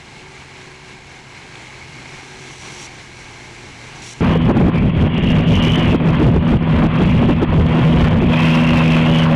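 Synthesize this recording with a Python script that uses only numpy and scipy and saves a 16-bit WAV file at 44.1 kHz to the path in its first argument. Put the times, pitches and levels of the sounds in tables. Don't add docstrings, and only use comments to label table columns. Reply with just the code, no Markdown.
import sys
import numpy as np
from scipy import signal
from scipy.fft import rfft, irfft, next_fast_len
from scipy.io import wavfile
from scipy.ndimage import uniform_filter1d, map_coordinates

SR = 44100
rng = np.random.default_rng(int(sys.argv[2]) if len(sys.argv) > 2 else 0)


def wav_out(sig):
    wavfile.write(sys.argv[1], SR, np.round(np.clip(np.atleast_2d(sig).T, -1, 1) * 32767).astype(np.int16))


def decibels_to_gain(level_db):
    exponent = np.asarray(level_db, float) / 20
    return 10 ** exponent


N = 412335
CUT_S = 4.2076

# time_s, wash_db, hum_hz
FAR_COURSE = [(0, -45.5, 131), (0.8, -47.5, 132.6), (1.25, -46.5, 131.3), (1.55, -45, 125.8),
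              (2.0, -44.5, 128.9), (2.4, -44.5, 133), (2.85, -43.5, 125.5), (2.91, -45, 125),
              (3.2, -46, 122.1), (3.95, -45, 122.6), (4.1, -44, 124), (4.2, -45, 124.3)]
# freq_hz, density_db
FAR_WASH_SPECTRUM = [(20, -27), (60, -2.5), (180, -4), (400, -7.5), (600, -17.5), (1300, -13.5),
                     (2700, -9.5), (3500, -13.5), (4700, -16.5), (5800, -16.5), (7800, -21), (8800, -27.5),
                     (10950, -30.5), (11050, -48), (14900, -50)]
# centre_hz, width_hz, gain_db
FAR_WASH_MODES = [(828, 430, 15.5), (1617, 89, 10.5), (2177, 280, 13), (4140, 300, 3)]
# centre_hz, width_hz, gain_db
FAR_HUM_MODES = [(38.5, 5.9, -9), (88.5, 19, 6), (150, 10, 19)]
# freq_hz, density_db
GROUND_SPECTRUM = [(8, -3), (20, 4), (35, -3), (60, -32)]
# time_s, peak_db, pitch_hz
DROPLETS = [
    (1.5544, -26, 2230),
    (1.557, -26, 3300),
    (2.0344, -38, 2190),
    (2.4244, -32, 2200),
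]
# start_s, stop_s, last_db, growth_db_per_s
AIR_BURSTS = [
    (1.96, 2.867, -36, 29),
    (4.015, 4.135, -37.5, 30),
]
# freq_hz, density_db
AIR_SPECTRUM = [(1500, -34), (2500, 4), (4000, 1), (5200, -2.5), (5750, 8.5), (6400, 2), (7800, -1),
                (9000, -8.5), (10950, -11.5), (11050, -25), (14900, -38)]
# time_s, second_order_hz, second_order_db
ENGINE_COURSE = [(4.21, 163.8, -17), (4.8, 162.1, -21), (5.15, 162.6, -18.5), (5.4, 162.3, -18.5),
                 (6.1, 161.7, -18), (6.55, 160.7, -17.5), (7.3, 161, -19.5), (7.95, 160.7, -15),
                 (8.2, 160.9, -18), (8.45, 161.4, -14), (9.2, 161.4, -14), (9.35, 159, -14.5)]
# multiple_of_firing_rate, level_re_second_db
WEAK_ORDERS = [(1, -24.5), (4, -17), (6, -23), (7, -23), (9, -23), (12, -24)]
# freq_hz, density_db
ROAR_SPECTRUM = [(45, -26.5), (75, -9.5), (150, -10), (260, -7.5), (400, -23.5), (560, -8), (790, -14.5),
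                 (1050, -10), (1300, -17.5), (1800, -20), (2500, -23), (3300, -27), (15800, -27.5)]
# start_s, stop_s, level_db
SPRAY_SURGES = [
    (4.206, 4.448, -36.5),
    (5.079, 5.378, -27),
    (5.38, 5.909, -24.5),
    (6.0, 6.222, -33),
    (6.848, 7.317, -31),
    (7.617, 8.115, -32),
    (8.153, 8.939, -23.5),
    (8.89, 9.234, -24.5),
    (9.283, 9.41, -28),
]
# freq_hz, density_db
SPRAY_SPECTRUM = [(1500, -16), (2000, -4), (2400, -1), (2750, -10.5), (3200, -3.5), (3500, -12),
                  (5200, -23)]
# time_s, level_db, half_length_s
WIND_GUSTS = [(4.288, -16, 0.041), (4.489, -18, 0.085), (4.631, -11.5, .05), (4.859, -15.5, 0.067),
              (5.047, -14, 0.1), (5.326, -11, 0.072), (5.568, -15, 0.091), (5.698, -18, .04),
              (5.878, -16, 0.055), (6.1, -17, 0.04), (6.272, -11, 0.076), (6.4, -12.5, 0.026),
              (6.549, -12.5, .05), (6.741, -14, 0.032), (6.853, -12.5, .05), (7.052, -14, 0.051),
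              (7.155, -14, 0.045), (7.492, -15, 0.029), (7.611, -12.5, 0.075), (7.854, -15.5, 0.06),
              (8.038, -13.5, 0.065), (8.153, -10.5, 0.037), (8.254, -15, 0.053), (8.705, -21.5, 0.061)]
# time_s, peak_db, pitch_hz
PORT_SLAPS = [(4.222, -12.5, 286), (4.312, -11.5, 306), (4.358, -9, 452), (4.504, -5, 339),
              (4.567, -9.5, 300), (4.612, -9.5, 380), (4.681, -6, 302), (4.758, -14.5, 360),
              (5.251, -13, 284), (5.4, -12.5, 283), (5.671, -10.5, 390), (5.783, -11, 344),
              (5.943, -7.5, 296), (6.102, -13, 318), (6.218, -4.5, 303), (6.362, -7, 394), (6.54, -12, 316),
              (6.622, -14, 306), (6.841, -8, 294), (6.998, -12, 247), (7.02, -9, 390), (7.23, -8.5, 375),
              (7.301, -4.5, 250), (7.427, -3.5, 336), (7.594, -12, 428), (7.789, -11, 335),
              (8.147, -17, 294), (8.189, -17, 241), (8.228, -11.5, 318), (8.7, -17, 336)]
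# freq_hz, density_db
BUFFET_SPECTRUM = [(35, -18), (65, 0), (120, 0), (200, -2), (300, -16.5), (600, -32)]
# freq_hz, density_db
EDGE_SPECTRUM = [(120, -25), (200, 0.5), (300, -4.5), (450, -10.5), (800, -26), (1500, -32), (3000, -46.5)]
# freq_hz, density_db
HEAVE_SPECTRUM = [(15, -14), (30, -3.5), (50, -3), (80, -15)]
# time_s, depth_db, recovery_s
GAIN_DROPS = [(4.375, -6, 0.025), (4.52, -4.5, 0.039), (4.62, -2.5, 0.033), (4.70, -6.5, 0.025),
              (4.905, -6, 0.04), (5.079, -7, 0.075), (5.189, -5, 0.033), (5.41, -1.5, .03),
              (5.965, -5, 0.05), (6.3, -3.5, .03), (6.385, -6.5, 0.04), (6.44, -2.5, 0.025),
              (6.573, -8, 0.05), (6.65, -3.5, 0.023), (6.87, -5.5, 0.039), (7.335, -5, 0.027),
              (7.449, -6.5, 0.052), (7.63, -3.5, 0.047), (8.085, -7, 0.028), (8.246, -4, 0.029)]
# freq_hz, gain_db
CLOSE_EDGE = [(3300, 2), (3550, -4.5), (4600, -17), (4950, -20), (5200, -32), (15800, -45.5)]


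def unit(x):
    return x / np.sqrt(np.mean(x ** 2) + 1e-20)


def curves(rows):
    s, *columns = np.transpose(rows)
    return [np.interp(np.arange(N) / SR, s, column) for column in columns]


def wobble(rate_hz):
    knots = rng.standard_normal(int(N * rate_hz / SR) + 4)
    return map_coordinates(knots, [np.arange(N) * rate_hz / SR])


def ramp(start_s, takes_s):
    return np.clip((np.arange(N) / SR - start_s) / takes_s, 0, 1)


def bump(centre_s, half_s):
    out = np.zeros(N)
    first = max(0, int((centre_s - 4 * half_s) * SR))
    last = min(N, int((centre_s + 4 * half_s) * SR))
    reach = np.arange(first, last)
    out[reach] = np.exp(-((reach / SR - centre_s) / half_s) ** 2)
    return out


def level(base_db, swells):
    power = decibels_to_gain(base_db) ** 2 + sum((decibels_to_gain(db) * shape) ** 2 for db, shape in swells)
    return 10 * np.log10(power)


def filtered(x, response):
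    m = next_fast_len(N + 8192)
    return irfft(rfft(x, m) * response(np.fft.rfftfreq(m, 1 / SR)), m)[:N]


def colour(points):
    f, db = np.transpose(points)
    return lambda hz: decibels_to_gain(np.interp(np.log(hz + 1), np.log(f + 1), db, left=-120, right=-120))


def humps(modes):
    return lambda hz: sum(decibels_to_gain(db) / (1 + (2 * (hz - c) / w) ** 2) for c, w, db in modes)


def rush(response, patchy_db, spiky_db=0.0):
    noise = rng.standard_normal(N) * decibels_to_gain(spiky_db * wobble(900))
    z = signal.stft(noise, nperseg=512)[2]
    field = uniform_filter1d(rng.standard_normal(z.shape), size=6, axis=0)
    field = uniform_filter1d(field, size=10, axis=1)
    patched = signal.istft(z * decibels_to_gain(patchy_db * unit(field)), nperseg=512)[1][:N]
    return unit(filtered(patched, response))


def wavering(hz, drift_rad, flutter_db):
    phase = 2 * np.pi * np.cumsum(hz) / SR + drift_rad * wobble(12)
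    return unit(decibels_to_gain(flutter_db * wobble(9)) * np.sin(phase))


def band(centre_hz, width_hz):
    phase = 2 * np.pi * np.cumsum(centre_hz) / SR
    return unit(wobble(width_hz) * np.cos(phase) + wobble(width_hz) * np.sin(phase))


def blips(rows, cycles):
    out, t = np.zeros(N + SR), np.arange(SR // 10) / SR
    for s, db, hz in rows:
        swing = np.sin(2 * np.pi * hz * t) * np.exp(-hz * t / cycles)
        out[round(s * SR):][:len(t)] += decibels_to_gain(db) * swing
    return out[:N]


def far_wash(wash_db):
    shape = lambda hz: colour(FAR_WASH_SPECTRUM)(hz) * (1 + 0.5 * humps(FAR_WASH_MODES)(hz))
    return decibels_to_gain(wash_db + 7.5 + 0.92 * wobble(12)) * rush(shape, patchy_db=0.5, spiky_db=-1.0)


def far_hum(effort_db, hum_hz):
    nears_db = 1.0 * (np.arange(N) / SR - 2)
    hum = decibels_to_gain(-47.5 + effort_db + nears_db) * wavering(hum_hz, drift_rad=0.99, flutter_db=0.0)

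    boom_hz = 366.6 + 1.9 * (hum_hz - 128)
    boom_db = -51.5 + effort_db - 18 * bump(1.66, half_s=0.17)
    hum = hum + decibels_to_gain(boom_db) * wavering(boom_hz, drift_rad=1.2, flutter_db=3.0)

    lowest_db = -58
    hum = hum + decibels_to_gain(lowest_db + 6.0) * rush(humps(FAR_HUM_MODES), patchy_db=2.5)
    emerging_db = lowest_db + 5.5 * ramp(2.3, takes_s=0.3)
    for third, db in ((1, -2), (2, -1)):
        tone = wavering(hum_hz * third / 3, drift_rad=0.84, flutter_db=2.5)
        hum = hum + decibels_to_gain(emerging_db + db) * tone
    return hum


def ground_rumble():
    return decibels_to_gain(-61) * rush(colour(GROUND_SPECTRUM), patchy_db=-3.0)


def droplets():
    return filtered(decibels_to_gain(2.0) * blips(DROPLETS, cycles=2.5), lambda hz: hz < 11000)


def valve_air():
    t, edge_s = np.arange(N) / SR, 0.007
    swells = [(-51, ramp(1.7, takes_s=0.5))]
    for start_s, stop_s, last_db, growth in AIR_BURSTS:
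        burst_db = last_db + growth * np.minimum(t - stop_s, 0)
        swells.append((burst_db, ramp(start_s, edge_s) - ramp(stop_s, edge_s)))
    air_db = level(-90, swells) + 1.5 * wobble(24.66)
    return decibels_to_gain(air_db) * rush(colour(AIR_SPECTRUM), patchy_db=1.0, spiky_db=1.5)


def far_truck():
    wash_db, hum_hz = curves(FAR_COURSE)
    effort_db = wash_db + 45.5
    truck = far_wash(wash_db) + far_hum(effort_db, hum_hz) + ground_rumble()
    return truck + droplets() + valve_air()


def diesel_drone(phase, second_db, load_db):
    windy_db = 1.2 * (1 - ramp(8.3, takes_s=0.1))
    third_db = -22 + 1.2 * load_db + windy_db * wobble(14)
    second_db = second_db + windy_db * wobble(14)
    second = np.sin(2 * phase + 0.051 * wobble(11))
    third = np.sin(3 * phase + 1.25 + 0.088 * wobble(15))
    drone = decibels_to_gain(second_db + 2.0 + 0.35 * wobble(20)) * second
    drone = drone + decibels_to_gain(third_db + 2.5 + 1.0 * wobble(22)) * third
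    for multiple, db in WEAK_ORDERS:
        order_db = second_db - 2.5 + db + 2.2 * wobble(7.7)
        drone = drone + decibels_to_gain(order_db) * np.sin(round(multiple) * phase + 0.6 * wobble(8))
    return np.sqrt(2) * drone


def engine_roar(phase, load_db):
    roar_db = -28 + 1.3 * load_db + 1.9 * wobble(9.1)
    pulse = decibels_to_gain(0.5 * np.cos(phase + 0.26))
    noise = rush(colour(ROAR_SPECTRUM), patchy_db=-1.0, spiky_db=2.5)
    return decibels_to_gain(roar_db + 5.5) * unit(pulse * noise)


def wheel_spray():
    swells = []
    for start_s, stop_s, db in SPRAY_SURGES:
        rise = ramp(start_s, takes_s=0.33 * (stop_s - start_s))
        fall = 1 - ramp(stop_s, takes_s=0.049)
        swells.append((db, rise * fall))
    spray_db = level(-32, swells)
    hiss = rush(colour(SPRAY_SPECTRUM), patchy_db=2.5, spiky_db=-1.0)
    whistle = decibels_to_gain(0.6 * (spray_db + 24.5)) * band(2720 + 130 * wobble(5), width_hz=330)
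    return decibels_to_gain(spray_db - 3.03 + 1.1 * wobble(30)) * (hiss + whistle)


def wind_strength():
    lull_db = -3 * ramp(8.3, takes_s=0.1)
    buffet_db = level(-20.5 + lull_db, [(db, bump(s, half_s)) for s, db, half_s in WIND_GUSTS])
    edge_db = level(-27 + lull_db, [(db - 8.5, bump(s, half_s=0.018)) for s, db, hz in PORT_SLAPS])
    return buffet_db, edge_db


def port_wind():
    buffet_db, edge_db = wind_strength()
    eddies = wobble(35)
    body = unit(decibels_to_gain(1.02 * eddies) * rush(colour(BUFFET_SPECTRUM), patchy_db=-1.0))
    buffet = decibels_to_gain(buffet_db + 3.5) * body
    flutter = decibels_to_gain(3 * eddies + 2.5 * wobble(70))
    edge = decibels_to_gain(edge_db + 5.0) * unit(flutter * rush(colour(EDGE_SPECTRUM), patchy_db=0.5))
    heave_db = buffet_db - 11 + 0.5 * (buffet_db + 16.5)
    heave = decibels_to_gain(heave_db) * rush(colour(HEAVE_SPECTRUM), patchy_db=1.0)
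    slaps = decibels_to_gain(5.5) * blips(PORT_SLAPS, cycles=2.0)
    return filtered(buffet + edge + heave + slaps, lambda hz: hz < 3500)


def near_truck():
    second_hz, second_db = curves(ENGINE_COURSE)
    load_db = second_db + 17.5
    phase = np.pi * np.cumsum(second_hz) / SR
    engine = diesel_drone(phase, second_db, load_db) + engine_roar(phase, load_db)
    return engine + wheel_spray() + port_wind()


def gain_control():
    t, gain_db = np.arange(N) / SR, np.zeros(N)
    for s, depth_db, recovery_s in GAIN_DROPS:
        attack = np.clip((t - s) / 0.004, 0, 1)
        recovery = np.exp(-np.clip((t - s) / recovery_s, 0, None) ** 2)
        gain_db += depth_db * attack * recovery
    return decibels_to_gain(gain_db)


def scene():
    close = ramp(CUT_S, takes_s=0.0004)
    narrow = lambda hz: np.where(hz < CLOSE_EDGE[0][0], 1, colour(CLOSE_EDGE)(hz))
    near = gain_control() * filtered(near_truck(), narrow)
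    return ((1 - close) * far_truck() + close * near)[None]


def top_cut(x):
    return signal.sosfilt(signal.butter(12, 15830, fs=SR, output="sos"), x)


def record(dry):
    flat = np.clip(dry[0], -0.372, 0.372)
    coupled = filtered(flat, lambda hz: 1j * hz / (6 + 1j * hz))
    late = filtered(coupled, lambda hz: 1 / np.sqrt(1 + (hz / 14000) ** 2)) - 0.0042
    mix = np.where(np.arange(N) < CUT_S * SR, coupled, late)
    return top_cut(mix[None])


dry = scene()
out = record(dry)
wav_out(out)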